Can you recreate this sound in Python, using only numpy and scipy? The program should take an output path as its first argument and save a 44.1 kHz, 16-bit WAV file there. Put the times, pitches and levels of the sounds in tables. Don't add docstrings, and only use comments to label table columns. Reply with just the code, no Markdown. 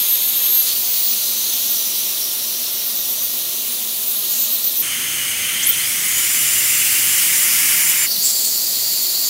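import sys
import numpy as np
from scipy import signal
from scipy.fft import rfft, irfft
from scipy.io import wavfile
from scipy.ndimage import uniform_filter1d

SR = 44100
rng = np.random.default_rng(int(sys.argv[2]) if len(sys.argv) > 2 else 0)


def dump_mix(stems):
    frames = np.atleast_2d(stems).T
    limited = np.clip(frames, -1, 1)
    pcm = np.round(limited * 32767).astype(np.int16)
    wavfile.write(sys.argv[1], SR, pcm)


N = 409688
TIME = np.arange(N) / SR
FRAME_TIMES = np.arange(N // 256 + 5) * 256 / SR
BIN_HZ = np.fft.rfftfreq(1024, 1 / SR)

LIFT_S, RESTART_S = 4.822, 5.585
LIP_FROM_S, LIP_UNTIL_S = 4.824, 8.063

# time_s, drag_hz, whine_db
FIRST_PASS = [(0, 1760, -19.5), (.33, 1370, -23.5), (.59, 1630, -10), (.65, 230, -28), (1.12, 170, -18),
              (1.17, 240, -26), (1.5, 590, -30), (1.72, 440, -19.5), (1.92, 580, -34), (2.55, 740, -35),
              (2.82, 120, -28), (3.3, 240, -29.5), (3.55, 200, -37.5), (3.71, 0, -26), (3.8, 180, -39),
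              (4.04, 130, -32), (4.2, 420, -26), (4.82, 320, -30)]
SECOND_PASS = [(6.1, 60, -55), (6.5, 480, -48), (6.85, 90, -45), (6.94, 130, -25), (7.02, 260, -37),
               (7.3, 441, -30), (8.1, 490, -27.5), (8.72, 560, -31), (9.29, 140, -26.5)]
# start_s, length_s, added_drag_hz, swell_db
BUR_STROKES = [(-0.049, 0.058, 323, 2), (0.085, 0.072, 644, 4.0), (0.233, 0.065, 520, 2),
               (0.333, 0.075, 840, 0.5), (0.45, 0.09, 845, -1), (0.552, 0.077, 840, -2.5),
               (1.143, 0.045, 980, -6.0), (1.248, 0.066, 302, 1.0), (1.371, 0.065, 510, 0.0),
               (1.74, 0.059, 360, -0.5), (1.839, 0.057, 400, 4.5), (1.947, 0.056, 630, 10.0),
               (2.043, 0.066, 500, 10.5), (2.173, 0.078, 1150, 7.5), (2.314, 0.061, 600, 5.0),
               (2.434, 0.07, 1030, 5.0), (2.561, 0.06, 1320, 1.5), (2.697, 0.068, 870, 2.0),
               (2.837, 0.073, 710, 4.5), (2.952, 0.067, 880, 6.0), (3.067, 0.07, 920, 6),
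               (3.21, 0.056, 770, 7.5), (3.332, 0.065, 500, 6.0), (4.069, 0.067, 490, 9.5),
               (4.15, 0.063, 200, 5), (4.29, 0.066, 190, 6.5), (4.386, 0.063, 550, 9.5),
               (4.512, 0.05, 390, 10.5), (4.632, 0.062, 610, 11.5), (4.761, 0.066, 1010, 12.5),
               (7.863, 0.063, 99.7, 5.5), (8.196, 0.063, 230, 4.5), (8.352, 0.055, 690, 0.5),
               (8.423, 0.055, 640, 1.5), (8.548, 0.107, 900, 2.0), (8.68, 0.075, 960, 3.0),
               (8.793, 0.074, 780, -2.0), (8.911, 0.071, 890, 2.5), (9.026, 0.074, 660, 4.0),
               (9.177, 0.058, 790, 2.0)]
# pitch_hz, level_db
HEAD_RESPONSE = [(3000, -52), (5200, -31), (6320, -20.5), (8800, -26), (10300, -21), (11200, -12),
                 (12500, -21), (14400, -10), (15600, -10), (17500, -24)]
# start_s, length_s, level_db
SHAFT_SWELLS = [(6.12, .14, -25.5), (6.3, .52, -28), (6.91, .1, -28), (7.08, .12, -27), (7.351, 0.098, -26),
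                (7.842, .08, -25), (7.99, 0.067, -19.5)]

# time_s, first_db, first_hz, second_db, second_hz
TIP_OPEN = [(0, -30, 3660, -36, 6600), (.6, -29.5, 3850, -34.5, 6540), (.82, -31.5, 4430, -30, 6320),
            (1.5, -29.5, 4000, -25.5, 6160), (2.3, -33.5, 3930, -27.5, 5600), (3, -33.5, 4030, -29.5, 5850),
            (4.1, -35.5, 3880, -35, 6440), (4.4, -30.5, 4100, -31.5, 6500), (4.82, -34, 3970, -33, 6050)]
TIP_AT_TEETH = [(8.19, -26, 4460, -34, 5850), (8.25, -26.5, 4540, -20.5, 7500),
                (8.6, -26.5, 4460, -26, 7250), (9.29, -26, 4560, -24.5, 7200)]
# time_s, cavity_db, tube_db, tube_hz
TIP_AT_LIP = [(4.83, -31.5, -28, 3050), (5.35, -30.5, -27, 2950), (5.65, -30, -25.5, 3130),
              (5.95, -30, -30, 3080), (6.5, -29.3, -29, 2880), (6.86, -28, -26.5, 2760),
              (7.15, -28, -27.5, 2920), (7.5, -26, -29, 2974), (8.05, -25.5, -31, 2910)]
# pitch_hz, width_hz, level_db
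TUBE_OVERTONES = [(4240, 350, -8), (4940, 440, -14), (6330, 710, -5.5), (8220, 400, -6), (9350, 860, -3),
                  (11200, 300, -15), (12000, 250, -22), (12700, 250, -22), (13500, 300, -21),
                  (14200, 600, -7)]
# time_s, level_db
AIR_LEVEL = [(0, -25.5), (1.5, -26.5), (2.9, -29), (3.9, -28), (4.8, -28), (4.86, -29.5), (5.6, -30),
             (5.74, -27.5), (6, -25.5), (6.4, -23), (7.8, -21.5), (8.05, -23.5), (8.07, -28.5), (8.27, -26),
             (8.55, -27), (9.29, -27.5)]
# frequency_hz, density_db
AIR_IN_OPEN = [(400, -31), (1100, -15), (1650, -21), (2000, -16), (3000, -5), (5000, -5.5), (8300, -4.5),
               (10000, -.5), (12500, 1), (13900, 2.5), (15300, 2), (15800, 0)]
AIR_AT_LIP = [(600, -32), (900, -40), (1100, -19.5), (3500, -4.5), (4200, -9), (4750, -2), (5200, -2),
              (5800, -1), (8000, 1), (9150, 0.5), (9650, 3.5), (10200, 1.5), (14500, 0.5), (15800, -0.5)]
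AIR_AT_TEETH = [(400, -19), (1600, -19.5), (2000, -13), (3200, -9.5), (5500, 0), (8800, -3), (9700, 1),
                (11200, 2), (12400, 0), (13700, 4), (15300, 6), (15800, -0.5)]
# start_s, end_s, pitch_hz, width_hz, level_db
RIM_WHISTLES = [(-.1, .64, 6460, 130, -33), (1, 1.6, 4270, 150, -38), (4.85, 5.6, 6400, 221, -36),
                (7.5, 8.049, 9620, 150, -32.5), (8.07, 8.21, 5800, 100, -42), (8.07, 9.35, 4830, 70, -38),
                (8.92, 9.25, 4420, 130, -32)]
# start_s, length_s, level_db, resonance_hz
SALIVA_SLURPS = [(0.644, 0.1, -25.5, 4300), (0.663, 0.039, -28, 6300), (4.27, 0.24, -28, 6900),
                 (8.213, 0.12, -22, 7600), (8.22, .11, -28, 5200), (8.43, .07, -23.5, 7500),
                 (8.445, .011, -20, 7400)]
# time_s, pitch_hz, level_db
RELEASE_HOOT = [(8.11, 179, -57), (8.18, 193, -44), (8.25, 194, -56)]

# time_s, pitch_hz, level_db
FAINT_MACHINE_TONE = [(6.7, 937, -60), (7.2, 937, -51.5), (8.06, 936, -52)]
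# frequency_hz, density_db
HOSE_SPECTRUM = [(20, -28), (40, -17), (60, -5), (85, -2), (110, 1), (180, -3.5), (330, -0.5), (500, -25),
                 (1500, -39)]
VENT_SPECTRUM = [(25, -48), (60, -23), (100, -11), (140, -5.5), (165, -2), (195, -3.5), (230, 7.5),
                 (270, -5.5), (350, 4), (420, 0.5), (650, 0.5), (850, -4.5), (1300, -6.5), (1700, -14.5),
                 (4000, -16)]
# pitch_hz, level_db
PUMP_TONES = [(59.2, -63), (118.4, -55), (177.6, -54)]
MACHINE_TONES = [(118.4, -62.5), (238, -59), (355.3, -58.5), (501, -63.5), (640.6, -58), (1152, -62.5),
                 (1405, -62), (1642, -70), (1879, -56), (2293, -73)]
# delay_s, level_db
EARLY_ECHOES = [(.0013, -41), (.0034, -32), (.0058, -19), (.0087, -18.5), (0.0129, -21)]


def drill():
    hz, db = rotor()
    first = amp(0.1) * grinding(hz, db, bite_db=-0.5, flutter_db=1.5, blur_db=-39)
    second = amp(-1.5) * grinding(hz, db, bite_db=1, flutter_db=3.2, blur_db=-31)
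    whine = first * during(-1, LIFT_S, .006) + second * during(6.8, np.inf, .1)
    return whine + blade_tone(hz / 2) + shaft_note(hz / 2)


def rotor(free_hz=14940, lag_s=.06, spin_up_s=.335):
    drag_hz, db = curves(FIRST_PASS + SECOND_PASS, TIME)
    for start, length, stroke_hz, swell_db in BUR_STROKES:
        touch = during(start, start + length, fade_s=.025)
        gap = 1 / (1 + ((TIME - start + .018) / .011) ** 2) ** 2
        drag_hz = drag_hz + stroke_hz * touch
        db = db + swell_db * touch - 2 * gap
    inertia = np.exp(-1 / (lag_s * SR))
    sag_hz = signal.lfilter([1 - inertia], [1, -inertia], drag_hz - drag_hz[0]) + drag_hz[0]
    spin = np.where(TIME < RESTART_S, 1, np.tanh((TIME - RESTART_S) / spin_up_s))
    return spin * (free_hz - sag_hz), db


def grinding(hz, db, bite_db, flutter_db, blur_db):
    slowing = -np.gradient(hz) * SR
    whine = sine(hz, db + bite_db * np.tanh(slowing / 4000), jitter=.00077, flutter_db=flutter_db)
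    exhaust = turbulence(peak(np.interp(FRAME_TIMES, TIME, hz), 450), patchy_db=1.5)
    return whine + amp(blur_db) * exhaust


def blade_tone(shaft_hz, blades=6):
    hz = blades * shaft_hz
    sweep = sine(hz, .5, jitter=.0041, flutter_db=1.5) * colour(HEAD_RESPONSE, hz)
    sweep *= (hz < SR / 2) * during(RESTART_S, np.inf, .006)
    return sweep + amp(-13) * room(sweep, t60_s=.14)


def shaft_note(shaft_hz):
    faint = amp(-33) * during(5.78, LIP_UNTIL_S, .04)
    swells = sum(amp(db) * during(start, start + length, .037) for start, length, db in SHAFT_SWELLS)
    return (faint + swells) * sine(shaft_hz, -3, jitter=.00306, flutter_db=2.5)


def suction(at_lip):
    in_open = np.sqrt(during(-1, LIP_FROM_S, .008))
    at_teeth = np.sqrt(during(LIP_UNTIL_S, np.inf, .0092))
    open_hiss = free_suction(TIP_OPEN, widths_hz=(620, 400), skirt_db=-2, waver=.013)
    teeth_hiss = free_suction(TIP_AT_TEETH, widths_hz=(210, 580), skirt_db=-6.5, waver=.018)
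    flow = in_open * (open_hiss + rush(AIR_IN_OPEN))
    flow += at_lip * (lip_suction() + rush(AIR_AT_LIP))
    flow += at_teeth * (teeth_hiss + rush(AIR_AT_TEETH))
    return flow * amp(.5 + .3 * drift(25))


def free_suction(rows, widths_hz, skirt_db, waver):
    first_db, _, second_db, _ = curves(rows, TIME)
    _, first_hz, _, second_hz = curves(rows, FRAME_TIMES)
    first_hz *= 1 + waver * np.interp(FRAME_TIMES, TIME, drift(14))
    first = turbulence(resonance(first_hz, widths_hz[0], 820, skirt_db), patchy_db=.9)
    second = turbulence(resonance(second_hz, widths_hz[1], 950, skirt_db), patchy_db=2.1)
    return amp(first_db + .5) * first + amp(second_db - 2) * second


def lip_suction():
    cavity_db, tube_db, _ = curves(TIP_AT_LIP, TIME)
    tube_hz = curves(TIP_AT_LIP, FRAME_TIMES)[2]
    cavity = turbulence(resonance(2174, 320, skirt_hz=580, skirt_db=-6), patchy_db=.85)
    deep_mouth = turbulence(peak(1350, 250), patchy_db=1.5)
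    lowest_mode = amp(2.5) * resonance(tube_hz, 137, skirt_hz=490, skirt_db=-4)
    overtones = np.sqrt(sum((amp(db) * peak(hz, width / 2)) ** 2 for hz, width, db in TUBE_OVERTONES))
    tube = turbulence(np.hypot(lowest_mode, overtones), patchy_db=.65)
    return amp(cavity_db - .8) * cavity + amp(-44.5) * deep_mouth + amp(tube_db + 1.75) * tube


def rush(spectrum):
    return amp(curves(AIR_LEVEL, TIME)[0] + 7) * turbulence(colour(spectrum), patchy_db=1)


def edge_tones():
    return sum(amp(db) * turbulence(peak(hz, width), patchy_db=0) * during(start, end, .078)
               for start, end, hz, width, db in RIM_WHISTLES)


def saliva(drops_per_s=1800, width_hz=1100):
    out = np.zeros(N)
    for start, length, db, hz in SALIVA_SLURPS:
        n = round(length * SR)
        drops = rng.standard_normal(n) * (.45 + (rng.random(n) < drops_per_s / SR))
        ring = signal.lfilter(*signal.iirpeak(hz, hz / width_hz, fs=SR), drops)
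        slurp = amp(db) * unit_rms(ring) * signal.windows.tukey(n, .5)
        span = out[round(start * SR):][:n]
        span += slurp[:len(span)]
    return out


def spatter(drops_per_s=22):
    size_db = -16 + 2 * np.minimum(rng.exponential(1, N), 3)
    hits = amp(size_db) * (rng.random(N) < drops_per_s / SR)
    t = np.arange(40) / SR
    snap = np.exp(-t / .00013) * (np.sin(2 * np.pi * 7000 * t) + np.sin(2 * np.pi * 12500 * t)) / 2
    return signal.oaconvolve(hits, snap)[:N]


def choked_hose():
    return amp(-46.5) * rumble(HOSE_SPECTRUM) + hum(PUMP_TONES, waver_hz=2.33)


def ventilation():
    return amp(-42) * rumble(VENT_SPECTRUM) + hum(MACHINE_TONES, waver_hz=2.38)


def with_echoes(x):
    return x + sum(amp(db) * np.interp(TIME - delay, TIME, x, left=0) for delay, db in EARLY_ECHOES)


def room(x, t60_s=.19):
    t = np.arange(SR // 2) / SR
    tail = rng.standard_normal(len(t)) * amp(-60 * t / t60_s) * (t > .004)
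    return signal.fftconvolve(x, tail / np.linalg.norm(tail))[:N]


def short_tone(rows, jitter, flutter_db):
    return sine(*curves(rows, TIME), jitter, flutter_db) * during(rows[0][0], rows[-1][0], .006)


def sine(hz, db, jitter, flutter_db):
    turns = np.cumsum(hz * (1 + jitter * drift(120))) / SR
    return np.sqrt(2) * amp(db + flutter_db * drift(40)) * np.sin(2 * np.pi * turns)


def hum(tones, waver_hz):
    out = np.zeros(N)
    for hz, db in tones:
        gain = np.sqrt(2) * amp(db + 2.5 * drift(3.4))
        turns = np.cumsum(hz + waver_hz * drift(7.3)) / SR
        out += gain * np.sin(2 * np.pi * turns)
    return out


def turbulence(shape, patchy_db):
    real, imag, eddies = rng.standard_normal((3, len(FRAME_TIMES), len(BIN_HZ)))
    eddies = uniform_filter1d(eddies, size=8, axis=0)
    eddies = unit_rms(uniform_filter1d(eddies, size=16, axis=1))
    spectra = (real + 1j * imag) * shape * amp(patchy_db * eddies)
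    return unit_rms(signal.istft(spectra.T, nperseg=1024, noverlap=768)[1][:N])


def rumble(spectrum):
    gain = colour(spectrum, np.fft.rfftfreq(N, 1 / SR))
    return unit_rms(irfft(rfft(rng.standard_normal(N)) * gain, N))


def drift(hz):
    f = np.fft.rfftfreq(N, 1 / SR)
    return unit_rms(irfft(rfft(rng.standard_normal(N)) / (1 + (f / hz) ** 4), N))


def resonance(hz, width_hz, skirt_hz, skirt_db):
    return np.hypot(peak(hz, width_hz), amp(skirt_db) * peak(hz, skirt_hz))


def peak(hz, width_hz):
    return 1 / (1 + ((BIN_HZ - np.reshape(hz, (-1, 1))) / width_hz) ** 2)


def colour(spectrum, hz=BIN_HZ):
    f, db = np.transpose(spectrum)
    return amp(np.interp(np.log(hz + 1), np.log(f), db))


def curves(rows, t):
    times, *columns = np.transpose(rows)
    return [np.interp(t, times, column) for column in columns]


def during(start_s, end_s, fade_s):
    return np.clip(np.minimum(TIME - start_s, end_s - TIME) / fade_s + .5, 0, 1)


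def amp(db):
    return 10 ** (np.asarray(db) / 20)


def unit_rms(x):
    return x / np.sqrt(np.mean(x ** 2) + 1e-20)


def scene():
    at_lip = np.sqrt(during(LIP_FROM_S, LIP_UNTIL_S, .0067))
    tip = suction(at_lip) + edge_tones() + saliva() + spatter()
    small_opening = signal.butter(2, 400, "highpass", fs=SR)
    mouth = drill() + with_echoes(signal.lfilter(*small_opening, tip))
    machine_tone = short_tone(FAINT_MACHINE_TONE, jitter=.001, flutter_db=0)
    hoot = short_tone(RELEASE_HOOT, jitter=.034, flutter_db=7)
    hose = at_lip * choked_hose()
    background = amp(-2.5 * at_lip) * ventilation()
    return np.tile(mouth + amp(-17.5) * room(mouth) + hoot + hose + machine_tone + background, (2, 1))


def record(dry, headroom=.92, cutoff_hz=15790):
    lowpass = signal.firwin(701, cutoff_hz, window=("kaiser", 9), fs=SR)
    return signal.oaconvolve(np.clip(dry, -headroom, headroom), lowpass[None], "same")


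dry = scene()
out = record(dry)
dump_mix(out)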